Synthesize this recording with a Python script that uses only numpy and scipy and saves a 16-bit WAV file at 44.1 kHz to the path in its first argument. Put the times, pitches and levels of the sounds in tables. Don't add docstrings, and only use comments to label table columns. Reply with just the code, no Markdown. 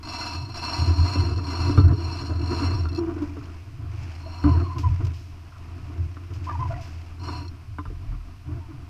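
import sys
import numpy as np
from scipy import signal
from scipy.fft import rfft, irfft
from scipy.io import wavfile
from scipy.ndimage import uniform_filter1d, map_coordinates

SR = 44100
rng = np.random.default_rng(int(sys.argv[2]) if len(sys.argv) > 2 else 0)


def inscribe(sig):
    pcm = np.round(np.clip(np.atleast_2d(sig).T, -1, 1) * 32767)
    wavfile.write(sys.argv[1], SR, pcm.astype(np.int16))


N = 392049
TIME = np.arange(N) / SR

# start_s, end_s, chatter_db (pawls), growl_db (bearings)
WINCH_STROKES = [(-.04, 0.498, -36, -35.5), (0.476, 0.978, -33.5, -33), (0.852, 1.382, -36, -35),
                 (1.344, 1.882, -38, -35.5), (1.878, 2.409, -41.5, -40), (2.351, 2.879, -38.5, -36.5),
                 (4.14, 4.774, -49.5, -44), (7.168, 7.477, -45, -39.5)]
# start_s, peak_db (before the common trim)
SINGLE_PAWLS = [(1.375, -33.5), (1.798, -31), (1.88, -35.5), (2.887, -36.5), (2.916, -44), (2.927, -36),
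                (2.9468, -32.5), (2.958, -32.5), (2.972, -34), (2.9875, -33), (3.4376, -45), (4.152, -44),
                (4.1974, -55), (7.4037, -51), (7.4784, -36.5)]
# pitch_hz, half_width_hz, level_db (relative)
DRUM_MODES = [(2651, 20, -5), (3410, 240, -27), (4164, 103, -10), (4300, 44, -1), (4910, 280, -17),
              (5530, 28.3, -5), (5715, 96, -18), (6780, 32, -20.5), (6870, 22, -22.5), (8320, 140, -33),
              (10400, 380, -39.5), (12150, 130, -39.5)]
# pitch_hz, half_width_hz, level_db (relative)
DECK_MODES = [(292, 55, -4.5), (713, 72, -7.5), (972, 28.5, 2.5), (1158, 127, -8.5), (1393, 257, -13.5),
              (2045, 23, -14.5), (2365, 136, -17.5), (2726, 140, -16.5), (2920, 54, -15.5)]
# frequency_hz, level_db (relative)
SNAP_SPECTRUM = [(300, -45), (3000, -76.5), (6300, -37), (7400, -36), (9300, -42.5), (14500, -55)]

# start_s, hold_s, boom_db, shudder_db (before the wind trims)
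WIND_GUSTS = [(0.316, 0.089, -31, -61), (0.779, 0.011, -16.5, -33.5), (0.866, 0.0095, -12.5, -28),
              (0.971, 0.021, -12.5, -32.5), (1.16, 0.046, -17.5, -33), (1.286, 0.06, -24, -52),
              (1.576, 0.13, -21.5, -30), (1.814, 0.047, -11, -29), (2.02, 0.019, -25.5, -59),
              (2.274, 0.12, -25, -52), (2.384, 0.28, -30, -31.5), (2.602, 0.23, -23, -44),
              (3.77, 0.25, -32.5, -53.5), (4.424, 0.12, -16, -30.5), (4.742, 0.038, -26.5, -31.5),
              (4.826, 0.06, -17, -52), (4.981, 0.061, -21.5, -42), (5.826, 0.11, -42, -44),
              (5.968, 0.042, -23, -57), (6.278, 0.19, -31.5, -46), (6.522, 0.17, -26.5, -44.5),
              (6.916, 0.047, -35, -76), (7.17, 0.27, -33, -45.5), (7.657, 0.47, -36, -78),
              (8.442, 0.089, -29.5, -46.5), (8.683, 0.1, -38.5, -51)]
GUST_ATTACK_S, GUST_RELEASE_S, PUFF_RELEASE_S = 0.032, 0.076, 0.022
# time_s, boom_db, shudder_db (before the wind trims)
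BREEZE_LEVELS = [(0, -40.5, -52), (.65, -37.5, -43.5), (1.1, -28.5, -36), (3.2, -33, -38), (3.62, -39, -53),
                 (4.3, -35, -53), (5.3, -38, -57), (5.55, -43, -57.5), (5.702, -35.5, -49),
                 (7.1, -38.5, -58), (8.3, -45, -91), (8.89, -42, -70)]
# frequency_hz, level_db (relative)
BOOM_SPECTRUM = [(20, -37.5), (42, -11), (66, -30.5), (84, 11.5), (98, -1.5), (125, -5.5), (150, -14),
                 (190, -83)]
# frequency_hz, level_db (relative)
SHUDDER_SPECTRUM = [(170, -25), (260, -6.5), (294, 2.5), (318, -11.5), (341, 0.5), (385, -19.5),
                    (450, -15.5), (540, -35), (680, -16.5), (830, -35.5), (1000, -21), (1400, -24),
                    (1900, -37)]

# start_s, boom_db, body_db, clack_db (peaks), scrape_s (decay)
GEAR_KNOCKS = [(1.156, -30, -21, -35, 0.012), (1.696, -37, -20, -31, 0.004), (1.776, -5, -14, -21.5, 0.019),
               (1.923, -42, -18, -41, 0.011), (2.856, -46, -33, -32, 0.00077),
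               (3.097, -48, -43, -40, 0.0027), (3.368, -42, -29.5, -43, 0.0086),
               (4.44, -19.5, -27, -25.5, 0.018), (4.503, -27, -37, -39, 0.0017),
               (4.602, -41, -40, -33.5, 0.0026), (5.561, -66, -64, -42.5, 0.0013),
               (6.168, -60, -40.5, -37.5, 0.0017), (7.285, -44, -35, -30.5, 0.02),
               (7.785, -28.5, -30, -27, 0.0078), (7.854, -30.5, -43, -35, 0.01),
               (7.901, -41, -34.5, -66, 0.0044), (8.123, -32, -48, -44, 0.0027)]
# pitch_hz, t60_s, level_db (relative)
RAIL_MODES = [(97, 0.22, -2), (121.6, 0.053, 10.5), (293.5, 0.1, 15), (339.6, 0.18, 1), (414, 0.11, 1.5),
              (757, 0.039, -10), (1025, 0.07, 11.5), (1190, 0.051, 15), (1325, 0.082, 11.5),
              (1455, 0.042, -2.5), (1980, 0.033, -2), (2940, 0.039, -3), (3600, 0.052, -6.5)]
# frequency_hz, level_db (relative)
CRACK_SPECTRUM = [(200, -5), (500, -5), (800, -2), (1050, 17), (1520, 13), (1850, -7), (2100, 2),
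                  (2900, -18.5), (3900, -21), (4500, -39)]

# start_s, length_s, pitch_hz (centre),
# level_db
LINE_CREAKS = [(2.298, 0.055, 627, -45.5), (2.851, 0.043, 1395, -46), (2.972, 0.11, 334, -26),
               (3.065, 0.11, 333.8, -29.5), (3.155, 0.042, 314, -36), (3.198, 0.078, 291.7, -29),
               (3.259, 0.1, 292, -43.5), (4.26, 0.032, 674, -43.5), (4.44, 0.072, 292.7, -19.5),
               (4.461, 0.12, 1010, -36), (4.637, 0.066, 1077, -43.5), (4.691, 0.067, 1037, -40.5),
               (4.758, 0.04, 1025, -40.5), (4.833, 0.059, 987, -33), (6.468, 0.045, 992, -36),
               (6.488, 0.037, 1193, -33.5), (6.513, 0.069, 966, -38.5), (6.495, 0.035, 1730, -48.5),
               (6.591, 0.094, 995, -33.5), (6.696, 0.05, 663, -36.5), (6.705, 0.05, 1390, -48),
               (6.74, 0.036, 1960, -52.5), (6.741, 0.1, 696, -46), (8.469, 0.084, 297, -42),
               (8.602, 0.08, 904, -57), (8.68, 0.053, 318, -44.5)]

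# start_s, length_s, level_db (before the rub trim)
ROPE_PULLS = [(2.776, 1.08, -54), (3.87, 0.4, -48), (4.194, 1.1, -57.5), (4.685, 0.56, -58.5),
              (5.215, 1.4, -57.5), (6.265, 0.97, -52)]
PULL_SWELL = 0.75
# frequency_hz, level_db (relative)
RUB_SPECTRUM = [(400, -1), (700, 9.5), (1200, 7), (1850, 4.5), (2600, 8.5), (3600, -6.5), (5200, 0.5),
                (14500, -37)]
# start_s, level_db, decay_s
ROPE_SWISHES = [(3.22, -51.5, 0.027), (3.362, -69, .012), (3.957, -62, .07), (4.034, -50, 0.007),
                (4.783, -42.5, 0.034), (5.049, -43, 0.0075), (5.068, -44.5, 0.0062), (5.135, -54, 0.14),
                (6.336, -52, 0.035), (6.442, -52.5, 0.04), (6.81, -51, 0.11)]
# frequency_hz, level_db (relative)
SWISH_SPECTRUM = [(1500, -11), (2600, 14), (3600, 4), (5200, 12), (10000, -13), (13500, -8), (15000, -27)]
TAPS_PER_S, TAP_DB, TAP_SPREAD_DB, TAP_DECAY_S = 3, -63.5, 10.5, 0.0063

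# start_s, level_db (before the swing's rise and decay)
HULL_THUDS = [(7.872, -28), (8.081, -21)]
# (relative, per Hz)
SEA_SPECTRUM = [(20, 23), (41, 22), (60, 20.5), (190, 7.5), (300, 11), (540, -11.5), (690, 4), (830, -6.5),
                (1000, 2.5), (1850, -8), (2600, -4.5), (3600, -14.5), (5100, -10.5), (7000, -21),
                (14000, -26.5)]
EDGE_HZ = 14700


def amp(db):
    return 10 ** (np.asarray(db) / 20)


def unit(x):
    return x / np.sqrt(np.mean(x ** 2) + 1e-20)


def shape(points, hz):
    f, db = np.transpose(points)
    return amp(np.interp(np.log(hz + 1), np.log(f), db)) / np.maximum(hz / f[-1], 1) ** 4


def noise(points):
    spectrum = rfft(rng.standard_normal(N))
    return unit(irfft(spectrum * shape(points, np.fft.rfftfreq(N, 1 / SR)), N))


def wander(hz):
    spectrum = rfft(rng.standard_normal(N))
    return unit(irfft(spectrum / (1 + (np.fft.rfftfreq(N, 1 / SR) / hz) ** 4), N))


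def steadied(x, seconds):
    size = max(int(seconds * SR), 8)
    power = uniform_filter1d(uniform_filter1d(x ** 2, size), size)
    return x / np.sqrt(power + 1e-4)


def add(mix, s, sound):
    part = mix[max(round(s * SR), 0):][:len(sound)]
    part += sound[:len(part)]


def ring(modes, snap_db, size=8192):
    hz = abs(np.fft.fftfreq(size, 1 / SR))
    power = (amp(snap_db) * shape(SNAP_SPECTRUM, hz)) ** 2
    for f, width, db in modes:
        power = power + (amp(db) / (1 + ((hz - f) / width) ** 2)) ** 2
    log_gain = np.log(power) / 2
    return np.fft.ifft(np.exp(np.conj(signal.hilbert(log_gain)))).real[:size // 2]


def winch(teeth_per_s=75, bounce_s=0.024, uneven_db=3, swell=1.9, coast=0.23):
    start, end, chatter_db, growl_db = np.transpose(WINCH_STROKES)[:, :, None]
    arch = np.sin(np.pi * np.clip((TIME - start) / (end - start), 0, 1)).clip(0)
    force = (1 - coast) * arch ** swell + coast * np.tanh(20 * arch)
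    speed = np.sqrt(arch.max(0)) * amp(3 * wander(60))
    teeth = np.cumsum(teeth_per_s * speed) / SR
    drops = np.diff(np.floor(teeth), prepend=0) * amp(uneven_db * rng.standard_normal(N))
    contact = unit(signal.lfilter([1], [1, -np.exp(-1 / (bounce_s * SR))], drops))
    spots = drum_spots()
    chatter = struck_metal(contact, teeth, spots, waver_s=0.00003)
    growl = struck_metal(contact, teeth, [ring(DECK_MODES, snap_db=0.0)], waver_s=0.000398)
    chatter_level = np.linalg.norm(amp(chatter_db) * force, axis=0)
    growl_level = np.linalg.norm(amp(growl_db) * force, axis=0)
    return chatter_level * chatter + growl_level * growl + single_pawls(spots)


def struck_metal(contact, teeth, rings, waver_s):
    blows = contact * rng.standard_normal(N)
    struck = rng.integers(0, len(rings), N)[teeth.astype(int)]
    sound = sum(signal.oaconvolve(blows * (struck == k), body)[:N] for k, body in enumerate(rings))
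    read_at = (TIME + waver_s * wander(9.4)) * SR
    sound = map_coordinates(sound, [read_at], mode="reflect")
    return steadied(unit(sound), 0.056)


def single_pawls(spots, pawl_db=-1, settle_s=0.0019):
    out, t = np.zeros(N), TIME[:SR // 20] / settle_s
    for s, db in SINGLE_PAWLS:
        bounces = rng.standard_normal(len(t)) * t * np.exp(-t)
        drop = signal.fftconvolve(bounces, spots[rng.integers(len(spots))])
        add(out, s, amp(db + pawl_db) * drop / abs(drop).max())
    return out


def drum_spots(colour_db=1.5, detune_hz=18, snap_db=-5.5, count=5):
    steps = np.tile(np.linspace(-1, 1, count), (2, len(DRUM_MODES), 1))
    db, hz = rng.permuted(steps, axis=2)
    same_width = np.zeros(len(DRUM_MODES))
    spots = []
    for k in range(count):
        shift = np.transpose([detune_hz * hz[:, k], same_width, colour_db * db[:, k]])
        spots.append(ring(np.array(DRUM_MODES) + shift, snap_db))
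    return spots


def wind(buffet_db=-0.5, shudder_db=-1, flutter_db=3.5):
    times, *levels = np.transpose(BREEZE_LEVELS)
    power = np.array([amp(np.interp(TIME, times, db)) ** 2 for db in levels])
    for start, hold, *db in WIND_GUSTS:
        power += (amp(db)[:, None] * gust(start, hold)) ** 2
    push, shake = np.sqrt(power)
    boom = steadied(noise(BOOM_SPECTRUM), 0.045)
    shudder = unit(steadied(noise(SHUDDER_SPECTRUM), 0.034) * amp(flutter_db * wander(18)))
    return amp(buffet_db) * push * boom + amp(shudder_db) * shake * shudder


def gust(start, hold):
    t = TIME - start
    release = min(PUFF_RELEASE_S + hold / 2, GUST_RELEASE_S)
    return np.clip(t / GUST_ATTACK_S, 0, 1) * np.exp(-np.maximum(t - GUST_ATTACK_S - hold, 0) / release)


def knocks(scrape=0.11, crack_db=-7, crack_s=0.008):
    out, t = np.zeros(N), np.arange(SR // 2) / SR
    register = np.digitize([mode[0] for mode in RAIL_MODES], [190, 560])
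    rings = []
    for hz, t60, db in RAIL_MODES:
        onset = 1 - np.exp(-(2 * hz * t) ** 2)
        rings.append(amp(db - 60 * t / t60) * np.sin(2 * np.pi * hz * t) * onset)
    rings = np.array(rings)
    crack = noise(CRACK_SPECTRUM)
    for s, boom_db, body_db, clack_db, scrape_s in GEAR_KNOCKS:
        blow = scrape * rng.standard_normal(len(t)) * np.exp(-t / scrape_s)
        blow[0] += 1
        for k, db in enumerate((boom_db, body_db, clack_db)):
            sound = signal.fftconvolve(blow, rings[register == k].sum(0))[:len(t)]
            add(out, s, amp(db) * sound / abs(sound).max())
        add(out, s, amp(clack_db + crack_db) * crack[int(s * SR):][:len(t)] * np.exp(-t / crack_s))
    return out


def creaks(jitter=0.025, sag=0.015, bend=0.07, rough_db=3.0, second_db=-26, third_db=-33, early=0.69,
           rasp_db=-15, rasp_at_hz=1000, rasp_top_hz=1600, tail_db=-15, tail_s=0.17):
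    out, waver, grip = np.zeros(N), wander(100), wander(65)
    rasp = signal.oaconvolve(rng.standard_normal(N), ring(DECK_MODES, snap_db=-23))[:N]
    rasp = amp(rasp_db) * unit(rasp)
    rasp = signal.sosfilt(signal.butter(2, rasp_top_hz, fs=SR, output="sos"), rasp)
    for s, length, hz, db in LINE_CREAKS:
        count = int(length * SR)
        at = slice(int(s * SR), int(s * SR) + count)
        load = np.sin(np.pi * np.linspace(0, 1, count) ** early)
        rise = bend * (load - np.average(load, weights=load ** 2))
        pitch = hz * (1 + rise + np.linspace(sag, -sag, count) + jitter * waver[at])
        turn = 2 * np.pi * np.cumsum(pitch) / SR
        tone = np.sin(turn) + amp(second_db) * np.sin(2 * turn) + amp(third_db) * np.sin(3 * turn)
        tone += rasp[at] * np.sqrt(hz / rasp_at_hz)
        add(out, s, amp(db) * unit(load * tone * amp(rough_db * grip[at])))
    tail = rng.standard_normal(SR // 4) * np.exp(-TIME[:SR // 4] / tail_s)
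    return out + amp(tail_db) * signal.oaconvolve(out, tail / np.linalg.norm(tail))[:N]


def ropes(grain_db=3, rub_db=-1):
    speed = np.zeros(N)
    for s, length, db in ROPE_PULLS:
        arch = np.sin(np.pi * np.clip((TIME - s) / length, 0, 1)).clip(0)
        speed += amp(db) * arch ** PULL_SWELL
    out = amp(rub_db) * speed * unit(noise(RUB_SPECTRUM) * amp(grain_db * wander(130)))
    hiss = unit(noise(SWISH_SPECTRUM) * amp(1.0 * wander(300)))
    t = np.arange(SR // 3) / SR
    for s, db, decay in ROPE_SWISHES:
        add(out, s, amp(db) * hiss[int(s * SR):][:len(t)] * np.exp(-t / decay))
    return out


def taps():
    out, t = np.zeros(N), TIME[:SR // 10] / TAP_DECAY_S
    for when, size in rng.random((int(TAPS_PER_S * N / SR), 2)):
        add(out, when * N / SR, amp(TAP_DB + TAP_SPREAD_DB * size) * t * np.exp(1 - t))
    return out * noise(CRACK_SPECTRUM)


def hull(hull_hz=40, decay_s=0.097, rise_s=0.0047):
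    out, t = np.zeros(N), np.arange(SR // 2) / SR
    swing = np.sin(2 * np.pi * hull_hz * t) * np.exp(-t / decay_s) * (1 - np.exp(-t / rise_s))
    for s, db in HULL_THUDS:
        add(out, s, amp(db) * swing)
    return out


def sea(sea_db=-46, lap_db=4.0, lap_top_hz=1800):
    wash = noise(SEA_SPECTRUM)
    near = signal.sosfilt(signal.butter(1, lap_top_hz, fs=SR, output="sos"), wash)
    lap = amp(lap_db * np.tanh(wander(7.0)))
    return amp(sea_db) * (wash + near * (lap - 1))


def scene():
    return (winch() + wind() + knocks() + creaks() + ropes() + taps() + hull() + sea())[None]


def record(dry):
    low_pass = signal.firwin(255, EDGE_HZ, window=("kaiser", 9), fs=SR)
    return signal.oaconvolve(dry, low_pass[None], "same")


dry = scene()
out = record(dry)
inscribe(out)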